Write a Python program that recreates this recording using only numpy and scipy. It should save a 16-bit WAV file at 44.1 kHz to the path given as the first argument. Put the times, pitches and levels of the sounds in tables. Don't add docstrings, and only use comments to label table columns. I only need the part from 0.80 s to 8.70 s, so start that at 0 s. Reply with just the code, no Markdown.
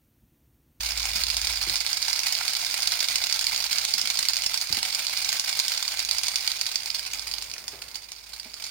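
import sys
import numpy as np
from scipy import signal
from scipy.fft import rfft, irfft
from scipy.io import wavfile
from scipy.ndimage import uniform_filter1d

SR = 44100
rng = np.random.default_rng(int(sys.argv[2]) if len(sys.argv) > 2 else 0)


def master(y):
    cut = np.clip(np.atleast_2d(y).T, -1, 1)
    pcm = np.round(cut * 32767)
    wavfile.write(sys.argv[1], SR, pcm.astype(np.int16))


N = 348390
TIME = np.arange(N) / SR
GRAIN, LEAD = 1536, 160


def undb(db):
    return 10 ** (np.asarray(db) / 20)


def unit(x):
    return x / np.sqrt(np.mean(x ** 2))


def curve(rows):
    return np.interp(TIME, *np.transpose(rows))


def bell(hz, centre_hz, width):
    return np.exp(-(np.log(hz / centre_hz) / width) ** 2)


def wander(rate_hz):
    hold = max(int(SR / rate_hz), 1)
    steps = np.repeat(rng.standard_normal(N // hold + 1), hold)
    return 1.3 * uniform_filter1d(uniform_filter1d(steps, hold), hold)[:N]


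def colour(x, points, size=4096):
    hz, db = np.transpose(points)
    bins_hz = np.arange(size // 2 + 1) * SR / size + 1
    gain = undb(np.interp(np.log(bins_hz), np.log(hz), db))
    cepstrum = irfft(np.log(gain))
    cepstrum[1:size // 2] *= 2
    cepstrum[size // 2 + 1:] = 0
    response = irfft(np.exp(rfft(cepstrum)))
    return signal.oaconvolve(np.atleast_2d(x), response[None], axes=1)[:, :N]


def add(out, sound, start_s):
    i = int(np.clip(start_s * SR, 0, N - 1))
    out[:, i:i + sound.shape[-1]] += sound[..., :N - i]


def crack(slip_ms, fold_hz, scatter, taut_db, slips=0.63, scatter_ms=5.3, ring_db=2, bounce=0.3):
    ms = np.arange(GRAIN) / SR * 1000
    since_tick = ms - ms[LEAD]
    hz = np.fft.rfftfreq(2 * GRAIN, 1 / SR) + 1
    envelope = np.exp(-np.maximum(since_tick, -1.3 * since_tick) / slip_ms)
    slipping = rng.standard_normal(GRAIN) * rng.exponential(size=GRAIN) * envelope
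    force = slips * slip_ms * slipping / np.linalg.norm(slipping)
    force[LEAD] += 1
    paths = rng.standard_normal((2, GRAIN)) * np.exp(-ms / scatter_ms) * (1 - np.exp(-ms / .5))
    paths *= scatter / np.linalg.norm(paths, axis=1, keepdims=True)
    direct = np.array([.65, 1])
    paths[[0, 1], [0, rng.integers(0, 4)]] += direct
    paths[[0, 1], rng.integers(16, 52, 2)] += bounce * direct
    ring = undb(ring_db * bell(hz, fold_hz, 0.28) + taut_db * bell(hz, 5400, 0.66))
    chirp = np.exp(1j * np.pi * 0.14 * (hz / 1000) ** 2 / 5)
    spectrum = rfft(force, 2 * GRAIN) * rfft(paths, 2 * GRAIN) * ring * chirp
    presence = bell(hz, 4600, .22) + .16 * bell(hz, 3500, .9)
    bite = np.sqrt(np.average(np.abs(spectrum[1]) ** 2, weights=presence))
    return irfft(spectrum)[:, :GRAIN] / bite


def wrinkle(slip_ms=1.4, fold_hz=3000):
    size = rng.exponential() + 0.23
    pitch_hz = fold_hz * np.exp(.5 * rng.standard_normal())
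    return crack(slip_ms * size, pitch_hz, scatter=1.2, taut_db=rng.normal(-2, 2.5))


def crackle(per_s=400, spread_db=5, gain_db=-12.5, variants=96):
    wrinkles = [wrinkle() for _ in range(variants)]
    out = np.zeros((2, N))
    for when, which, strength in rng.random((int(per_s * N / SR), 3)):
        accent_db = spread_db * min(-np.log(1 - strength), 2.2)
        add(out, wrinkles[int(which * variants)] * undb(accent_db), when * N / SR)
    return unit(out) * undb(gain_db)


def hiss(gain_db=-24, flicker_db=3):
    sizzle = rng.standard_normal((2, N)) * undb(flicker_db * wander(rate_hz=80))
    return unit(sizzle) * undb(gain_db)


# time_s, level_db
HUM_RIDE = [(0, -43), (.8, -44), (1.1, -58), (1.9, -63), (2.6, -59.5), (4.3, -65), (4.85, -72),
            (5.35, -55.5), (5.7, -65.5), (6.6, -56), (6.8, -64), (7.9, -65)]


def hum(pitch_hz=53.7, drift=0.034, waver_db=2.3, rumble_db=-10):
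    phase = 2 * np.pi * np.cumsum(pitch_hz * (1 + drift * wander(rate_hz=14))) / SR
    tone = unit(np.sin(phase) * undb(waver_db * wander(rate_hz=7.9)))
    rumble_eq = [(35, -33), (65, 4), (110, -15.5), (210, -17.5), (500, -41), (2000, -86)]
    rumble = unit(colour(rng.standard_normal(N), rumble_eq))
    return (tone + undb(rumble_db) * rumble) * undb(curve(HUM_RIDE))


# freq_hz, gain_db
AIR_EQ = [(25, -29), (60, -3), (110, 3), (200, -5), (400, -2.5), (1000, -1), (4000, -27.5), (10500, -12),
          (16000, -9)]
# time_s, level_db
AIR_RIDE = [(0, -59), (5, -59.5), (7, -51.5), (7.35, -60), (7.9, -56.5)]


def room_tone(stereo_width=0.73):
    noise = rng.standard_normal(N) + stereo_width * rng.standard_normal((2, N))
    return unit(colour(noise, AIR_EQ)) * undb(curve(AIR_RIDE))


def fold(slip_ms, fold_hz=4730, pitch_spread=0.43, taut_db=9, slack_ms=1.8, scatter=0.61):
    pitch_hz = fold_hz * np.exp(pitch_spread * rng.standard_normal())
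    return crack(slip_ms, pitch_hz, scatter, taut_db * np.exp(-slip_ms / slack_ms))


# start_s, relative_level_db, slip_ms
SNAP_CUES = [(.0081, -27, 5.3), (0.0603, -27, 2.6), (.09, -27.5, 3.3), (0.1164, -36, 1.1), (.198, -29, .6),
             (0.255, -23.5, 1), (0.3572, -20.5, 19), (0.437, -19, 1), (.5022, -21, 0.82),
             (.5683, -20.5, .6), (0.616, -25.5, .5), (0.6712, -22, 0.54), (.6977, -26, 2.6),
             (.727, -26, 1.3), (0.7593, -30, 1.3), (0.8147, -23, 8.5), (.897, -21, 0.68),
             (.9572, -20.5, 0.38), (1.0056, -23, 0.44), (1.0648, -21, 0.43), (1.1308, -21, 0.65),
             (1.172, -24, 3.2), (1.227, -21.5, 0.25), (1.2825, -21.5, 2.8), (1.3308, -19.5, .7),
             (1.3923, -21, 0.85), (1.468, -20.5, 3.7), (1.5254, -20.5, 2.4), (1.552, -22.5, 0.73),
             (1.6803, -20.5, 0.35), (1.7518, -23.5, 0.46), (1.8644, -23.5, 5), (1.942, -22, 1.2),
             (2.0223, -23, 0.81), (2.074, -17, 0.36), (2.1203, -19.5, 1.2), (2.205, -19.5, 1.3),
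             (2.2285, -24.5, 3.1), (2.2863, -20.5, 1.7), (2.3579, -17.5, 1.8), (2.4398, -20, 0.4),
             (2.526, -18, .6), (2.5927, -22, 1.4), (2.6123, -24, 3.6), (2.6682, -19, 0.75),
             (2.7621, -21.5, 0.45), (2.804, -24, 2.6), (2.842, -23, 0.27), (2.912, -23.5, 8.8),
             (2.9296, -19.5, 2.4), (2.9842, -19, 0.42), (3.051, -20, 0.59), (3.1387, -17, .6),
             (3.182, -20.5, 5.4), (3.2152, -21, 0.3), (3.274, -22, .6), (3.302, -19, 1), (3.373, -23, 0.54),
             (3.391, -17.5, 1.2), (3.428, -23.5, 2.2), (3.4861, -17, 0.68), (3.5345, -21.5, .4),
             (3.568, -20.5, 0.31), (3.6213, -24.5, 0.38), (3.6643, -17.5, 1.9), (3.7431, -20.5, 1.6),
             (3.7755, -22.5, 2.8), (3.8138, -24, .9), (3.9266, -18, .5), (3.9705, -22.5, 2.3),
             (4.0298, -20, 1.5), (4.1485, -22, .5), (4.2682, -22, 0.79), (4.3736, -22, 0.27),
             (4.4474, -21, 2.9), (4.4913, -19.5, 1.2), (4.5287, -21.5, 2.8), (4.5972, -19, .35),
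             (4.6939, -22.5, 0.44), (4.7919, -18.5, .8), (4.7995, -17, 0.52), (4.882, -21.5, 2),
             (4.9197, -23, 2.5), (4.9775, -22.5, 0.62), (5.027, -24, 1.8), (5.0793, -23, 0.77),
             (5.1936, -21.5, 2.8), (5.25, -25, 1.2), (5.2897, -23.5, 2.4), (5.312, -17.5, 0.5),
             (5.3842, -21, 1.3), (5.4344, -23, .5), (5.469, -24.5, 0.45), (5.4832, -21, 0.81),
             (5.5581, -17, 0.43), (5.6765, -18, 0.52), (5.7177, -22, 0.84), (5.8129, -19.5, 0.34),
             (5.866, -22.5, 1.5), (5.9171, -27, 3.9), (5.9577, -18.5, 0.25), (6.0593, -28, 1.3),
             (6.103, -24, .8), (6.1474, -22.5, 12), (6.1934, -27, 3.2), (6.265, -27.5, 4.4),
             (6.3354, -25.5, 3), (6.3951, -28, .85), (6.472, -29.5, 6), (6.514, -29, .5),
             (6.539, -25.5, 1.3), (6.5833, -29, 1.8), (6.6239, -29, 2), (6.7151, -31.5, 1.7),
             (6.7384, -30, 3.7), (6.7814, -33, 1.3), (6.881, -27, 1), (7.0212, -31.5, 4.4), (7.084, -39, 4),
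             (7.1458, -33.5, 3.6), (7.1573, -28, 4.4), (7.3192, -32.5, 1.6), (7.5352, -31.5, 5.3),
             (7.5986, -32, 1.8), (7.7414, -33, 1.1), (7.8237, -33, 1.7), (7.841, -29.5, 2.3),
             (7.8662, -33, 2.2)]


def snaps(gain_db=14):
    out = np.zeros((2, N))
    for start_s, level_db, slip_ms in SNAP_CUES:
        add(out, fold(slip_ms) * undb(level_db + gain_db), start_s - LEAD / SR)
    return out


def sticking(duck_db=8, duck_s=0.0044):
    snap_s = np.append(np.sort(np.array(SNAP_CUES)[:, 0]), np.inf)
    wait_s = snap_s[np.searchsorted(snap_s, TIME)] - TIME
    return undb(-duck_db * np.exp(-wait_s / duck_s))


def creases(gap_s=.036, gain_db=17.5, spread_db=3, slip_ms=2.36, slip_spread=1.12):
    out = np.zeros((2, N))
    for turn, (late, size, slow) in enumerate(rng.uniform(-1, 1, (int(N / SR / gap_s), 3))):
        crease = fold(slip_ms * np.exp(slip_spread * slow), scatter=0.66)
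        start_s = (turn + .5 + late / 2) * gap_s
        add(out, crease * undb(gain_db + spread_db * size), start_s)
    return out


# time_s, gain_db
UNFOLDING_RIDE = [(0, -31), (.35, -30.5), (1.1, -31), (1.9, -29.5), (2.9, -30.5), (3.85, -32), (4.6, -30),
                  (5.6, -33), (5.95, -36.5), (6.15, -35.5), (6.6, -39.5), (6.82, -46.5), (7.7, -46),
                  (7.9, -39.5)]
# freq_hz, gain_db
SKIN_EQ = [(150, -3.5), (450, -6.5), (680, 8), (860, 9.5), (1200, 5), (1500, 6.5), (1800, -1), (2300, 7),
           (2650, 3), (16000, 3)]


def balloon():
    texture = (crackle() + hiss() + creases()) * undb(curve(UNFOLDING_RIDE)) * sticking()
    return colour(snaps() + texture, SKIN_EQ)


# start_s, relative_level_db, pitch_hz, t60_s
KNOCK_CUES = [(0.353, -39, 193, 0.12), (.871, -40.5, 342, .1), (.878, -38, 129, 0.19),
              (1.611, -28, 1380, 0.023), (2.059, -49, 83.6, 0.25), (3.144, -49, 192, 0.11),
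              (3.237, -44, 227, 0.11), (3.901, -30.5, 161, 0.044), (3.926, -35.5, 75, .15),
              (3.967, -36, 241, 0.07), (6.763, -41, 1400, 0.025), (6.932, -45, 401, 0.19),
              (6.935, -43, 694, 0.06), (7.653, -47.5, 637, 0.1), (7.656, -48, 234, 0.11)]


def knocks(gain_db=-1, roughness=0.77, rattle_width=0.57):
    out, t = np.zeros((2, N)), TIME[:SR // 4]
    for start_s, level_db, pitch_hz, t60_s in KNOCK_CUES:
        band = signal.iirpeak(pitch_hz, 1 / rattle_width, fs=SR)
        rattle = unit(signal.lfilter(*band, rng.standard_normal(len(t))))
        tone = np.sin(2 * np.pi * pitch_hz * t)
        envelope = undb(-60 * t / t60_s) * (1 - np.exp(-2 * t * pitch_hz))
        add(out, undb(level_db + gain_db) * envelope * (tone + roughness * rattle), start_s)
    return out


def room(x, wet_db=-8, split_hz=5000, low_t60_s=.34, high_t60_s=.24, build_s=.003, places=4):
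    t = TIME[:SR // 2]
    low_decay, high_decay = undb(-60 * t / low_t60_s), undb(-60 * t / high_t60_s)
    build = 1 - np.exp(-(t / build_s) ** 2)
    position = TIME / TIME[-1] * (places - 1)
    out = x
    for place in range(places):
        noise = rng.standard_normal((2, len(t)))
        low = signal.sosfilt(signal.butter(1, split_hz, fs=SR, output="sos"), noise)
        tail = (low * low_decay + (noise - low) * high_decay) * build
        tail *= undb(wet_db) / np.linalg.norm(tail, axis=1, keepdims=True)
        send = np.sqrt(np.maximum(1 - np.abs(position - place), 0))
        out = out + signal.oaconvolve(x * send, tail, axes=1)[:, :N]
    return out


def scene():
    return room(balloon() + knocks()) + hum() + room_tone()


# freq_hz, gain_db
LEFT_PORT_EQ = [(1000, 0), (2600, 6.5), (3200, 4), (4100, 5.5), (4700, 6), (7000, 14), (7600, 11.5),
                (8050, 4), (8500, 13.5), (9100, 12.5), (11500, -0.5), (15500, 2.5)]
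RIGHT_PORT_EQ = [(1200, 0.5), (2000, 13), (3100, 12.5), (4000, 17), (4750, 23.5), (5400, 17), (7400, 2),
                 (8000, -29), (8400, -14), (9100, 6), (9500, -41), (9900, -0.5), (11500, -3), (13000, 3)]


def record(dry, ceiling=.62, top_hz=15800):
    ports = np.vstack([colour(dry[0], LEFT_PORT_EQ), colour(dry[1], RIGHT_PORT_EQ)])
    rounded = ports / (1 + (ports / ceiling) ** 4) ** .25
    return signal.sosfilt(signal.ellip(10, .2, 70, top_hz, fs=SR, output="sos"), rounded)


dry = scene()
out = record(dry)
master(out)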